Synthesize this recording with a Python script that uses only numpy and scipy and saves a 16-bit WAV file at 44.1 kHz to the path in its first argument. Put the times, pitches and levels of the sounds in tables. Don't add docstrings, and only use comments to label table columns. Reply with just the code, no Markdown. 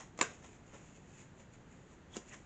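import sys
import numpy as np
from scipy import signal
from scipy.fft import rfft, irfft
from scipy.io import wavfile
from scipy.ndimage import uniform_filter1d

SR = 44100
rng = np.random.default_rng(int(sys.argv[2]) if len(sys.argv) > 2 else 0)


def transcribe(u):
    v = np.clip(np.atleast_2d(u).T, -1, 1)
    q = np.round(v * 32767).astype(np.int16)
    wavfile.write(sys.argv[1], SR, q)


N = 108045
T = np.arange(N) / SR
HZ = np.maximum(np.arange(N + 1) * SR / (2 * N), 1)


def undb(db):
    return 10 ** (np.asarray(db) / 20)


def unit(x):
    return x / np.sqrt(np.sum(x ** 2))


def through(x, response):
    return signal.fftconvolve(x, response)[:N]


def colour(points, tilt_db=0):
    hz, db = np.array(points, float).T
    octaves = np.log2(np.maximum(HZ, 200) / 1000)
    db = np.interp(np.log(HZ), np.log(hz), db) + tilt_db * octaves
    cepstrum = irfft(np.log(undb(db)))
    cepstrum[1:N] *= 2
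    cepstrum[N + 1:] = 0
    return unit(irfft(np.exp(rfft(cepstrum)))[:N])


def fade(t60):
    return np.exp(-np.log(1000) * T / t60)


def burst(t60):
    even_hz = 200
    spectrum = rfft(rng.standard_normal(N) * fade(t60), 2 * N)
    power = uniform_filter1d(np.abs(spectrum) ** 2, size=int(even_hz * 2 * N / SR))
    return unit(irfft(spectrum / np.sqrt(power))[:N])


def at(x, start):
    return np.concatenate([np.zeros(max(int(start * SR), 0)), x])[:N]


def swell(peak, rise, fall, db):
    return undb(db) * np.exp(np.minimum((T - peak) / rise, (peak - T) / fall))


def friction():
    grains_per_s, spread_db = 4400, 3
    hits = rng.random(N) < grains_per_s / SR
    signs = np.sign(rng.standard_normal(N))
    sizes = undb(spread_db * np.minimum(rng.exponential(size=N), 4))
    clicks = hits * signs * sizes
    return clicks / np.std(clicks)


def air():
    # f/Hz, relative level/dB
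    air_colour = [(12, -41), (20, -12.5), (147, -3.5), (316, -10.5), (452, -14), (514, -15.5), (681, -18.5),
                  (879, -19), (1080, -22), (1940, -23.5), (2320, -29.5), (2570, -29.5), (3870, -35),
                  (5260, -41), (6790, -32.5), (7340, -33.5), (9000, -61), (11700, -100), (19800, -120)]
    air_db = -58
    noise = rng.standard_normal(N)
    return undb(air_db) * irfft(rfft(noise) * rfft(colour(air_colour)), N)


def slides():
    # peak t/s, rise t/s, fall t/s, level/dB, brightness/(dB per octave)
    strokes = [(.008, 0.025, 0.031, -52, 0.5), (.178, .001, .006, -52.5, 0.5),
               (.198, 0.007, 0.016, -44, -0.5), (.31, 0.022, 0.036, -56, -1.5),
               (.447, .02, 0.022, -55.5, -0.5), (0.744, 0.013, 0.023, -50.5, -2.5),
               (1.403, 0.013, 0.021, -65, -1.5), (2.169, 0.019, 0.011, -47, 1.5),
               (2.342, 0.017, 0.01, -50.5, 0.5)]
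    # f/Hz, relative level/dB
    slide_colour = [(120, -28), (200, 0), (275, -3.5), (554, -1), (1080, -2.5), (1310, -6), (1590, -8),
                    (2080, -4.5), (2290, -8), (3300, -10), (4610, -21), (6870, -3.5), (9000, -30.5),
                    (11700, -70.5), (19800, -120)]
    out = np.zeros(N)
    for peak, rise, fall, db, tilt_db in strokes:
        rubbing = through(friction(), colour(slide_colour, tilt_db))
        out += swell(peak, rise, fall, db) * rubbing
    return out


def deck_ring():
    # f/Hz, relative level/dB, time to fall 60 dB t/s
    modes = [(237, -12, 0.035), (530.5, 2, 0.062), (680, -8.5, .09), (888, -2, .07), (1087, -6, 0.064),
             (1144, 6, 0.071), (1270, -7, .1), (1560, -2, 0.14), (1672, -6, 0.17), (1940, -20, 0.059),
             (2304, -7, 0.091), (2674, -3, 0.043), (6880, -8.5, 0.26), (7470, -7.5, 0.14)]
    ring = np.zeros(N)
    for hz, db, t60 in modes:
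        phase = rng.uniform(0, 2 * np.pi)
        ring += undb(db) * np.sin(2 * np.pi * hz * T + phase) * fade(t60)
    return unit(ring)


def snaps():
    # start t/s, relative level/dB, brightness/(dB per octave)
    contacts = [(0.1765, -30, 2.5), (0.1901, -15, -0.5), (.1955, -34, -1.5), (.2108, -11.5, -6.5),
                (.2119, 0.5, 0.5), (0.2138, -1, 2.5), (0.2146, -1, -1), (0.2189, -14.5, 0.5),
                (0.2233, -10.5, 1.5), (0.2283, -11.5, 2)]
    # f/Hz, relative level/dB
    snap_colour = [(53, -61), (90, -42), (149, -9.5), (223, -2), (375, -5), (520, 1), (794, -6.5),
                   (1080, -1), (1290, 0.5), (1390, -29), (1590, 1), (1930, -9), (2670, -7), (3060, -17.5),
                   (4330, -14), (4670, -19), (5350, -16.5), (6360, -22), (7140, -3.5), (7570, -12.5),
                   (9000, -36), (11700, -57), (19800, -120)]
    snap_db, ring_db = -4, -6
    rattle_db, rattle_t60_s = -0.5, 0.013
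    ring = deck_ring()
    out, blows = np.zeros(N), np.zeros(N)
    for start, db, tilt_db in contacts:
        crack = colour(snap_colour, tilt_db)
        rattle = unit(through(burst(rattle_t60_s), crack))
        gain = undb(snap_db + db)
        out += gain * at(crack + undb(rattle_db) * rattle, start)
        blows[int(start * SR)] += gain
    hardest = max(contacts, key=lambda row: row[1])
    return out + undb(ring_db) * at(ring, hardest[0]), blows


def brushes():
    # peak t/s, rise t/s, fall t/s, level/dB
    strokes = [(.35, .03, 0.034, -63), (.47, .03, 0.056, -66.5), (.55, 0.051, 0.027, -68),
               (0.674, .015, 0.037, -68.5), (0.759, 0.022, 0.071, -67.5), (.88, 0.062, 0.023, -66),
               (.96, 0.018, 0.015, -64), (1.21, 0.11, 0.034, -61), (1.404, 0.019, 0.022, -62.5),
               (1.538, .012, 0.023, -64.5), (1.724, 0.028, 0.058, -69), (1.936, 0.074, 0.011, -68),
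               (2.149, 0.017, 0.043, -61.5), (2.29, 0.033, 0.032, -62.5), (2.354, 0.024, 0.06, -63)]
    # f/Hz, relative level/dB
    brush_colour = [(600, -22.5), (2500, -6.5), (4000, -20.5), (5500, -19.5), (6400, -9.5), (7050, -3),
                    (7700, -14.5), (8800, -33.5)]
    envelope = sum(swell(*row) for row in strokes)
    return envelope * through(friction(), colour(brush_colour))


def taps():
    # start t/s, relative level/dB, brightness/(dB per octave)
    knocks = [(0.737, -18.5, -2.5), (0.743, -15, -3), (2.166, -17, 5), (2.168, -0.5, -0.5),
              (2.1734, -16, 0.5), (2.1779, -13, -1.5), (2.295, -22, 12)]
    # f/Hz, relative level/dB
    tap_colour = [(60, -25.5), (130, -11), (220, 2.5), (400, 2.5), (700, -12.5), (1000, -24), (1350, -11),
                  (2400, -31.5), (2850, -13), (4200, -21), (4900, -13), (5600, -19.5), (6400, -13),
                  (7050, -4.5), (7800, -22.5), (9000, -40)]
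    tap_db = -13
    settle_db, settle_t60_s = -10, 0.055
    out = np.zeros(N)
    for start, db, tilt_db in knocks:
        knock = colour(tap_colour, tilt_db)
        settle = unit(through(burst(settle_t60_s), knock))
        out += undb(tap_db + db) * at(knock + undb(settle_db) * settle, start)
    return out


def scrapes():
    # peak t/s, rise t/s, fall t/s, level/dB, pitch f/Hz, damping width f/Hz
    strokes = [(2.142, 0.013, 0.0082, -56, 3350, 400), (2.322, 0.0079, 0.0078, -55, 2580, 450),
               (2.34, 0.015, 0.0063, -53.5, 1880, 510)]
    out = np.zeros(N)
    for peak, rise, fall, db, hz, width in strokes:
        resonance = unit(T * np.sin(2 * np.pi * hz * T) * np.exp(-np.pi * width * T))
        out += swell(peak, rise, fall, db) * through(friction(), resonance)
    return out


def room_tail(blows, tap, rub):
    # f/Hz, relative level/dB
    tail_colour = [(88, -50.5), (150, -2), (201, -6.5), (308, -10.5), (419, -1.5), (542, -9.5), (701, -6.5),
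                   (832, -10.5), (1150, -10), (1520, -6), (1930, -9), (2370, -10), (4610, -23),
                   (6960, -12.5), (9000, -37.5), (11700, -65), (19800, -120)]
    t60_s, build_s = 0.25, 0.0071
    snap_room_db, tap_room_db, rub_room_db = -8.5, -12, -8.5
    room = unit(burst(t60_s) * (1 - np.exp(-(T / build_s) ** 2)))
    snap_room = unit(through(room, colour(tail_colour)))
    snap_tail = undb(snap_room_db) * through(blows, snap_room)
    soft_sounds = undb(tap_room_db) * tap + undb(rub_room_db) * rub
    return snap_tail + through(soft_sounds, room)


def scene():
    snap, blows = snaps()
    tap = taps()
    rub = slides() + scrapes() + brushes()
    return (snap + tap + rub + room_tail(blows, tap, rub) + air())[None]


def record(dry):
    top_hz = 8750
    low_pass = signal.ellip(8, .2, 70, top_hz, fs=SR, output="sos")
    return signal.sosfilt(low_pass, dry)


dry = scene()
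out = record(dry)
transcribe(out)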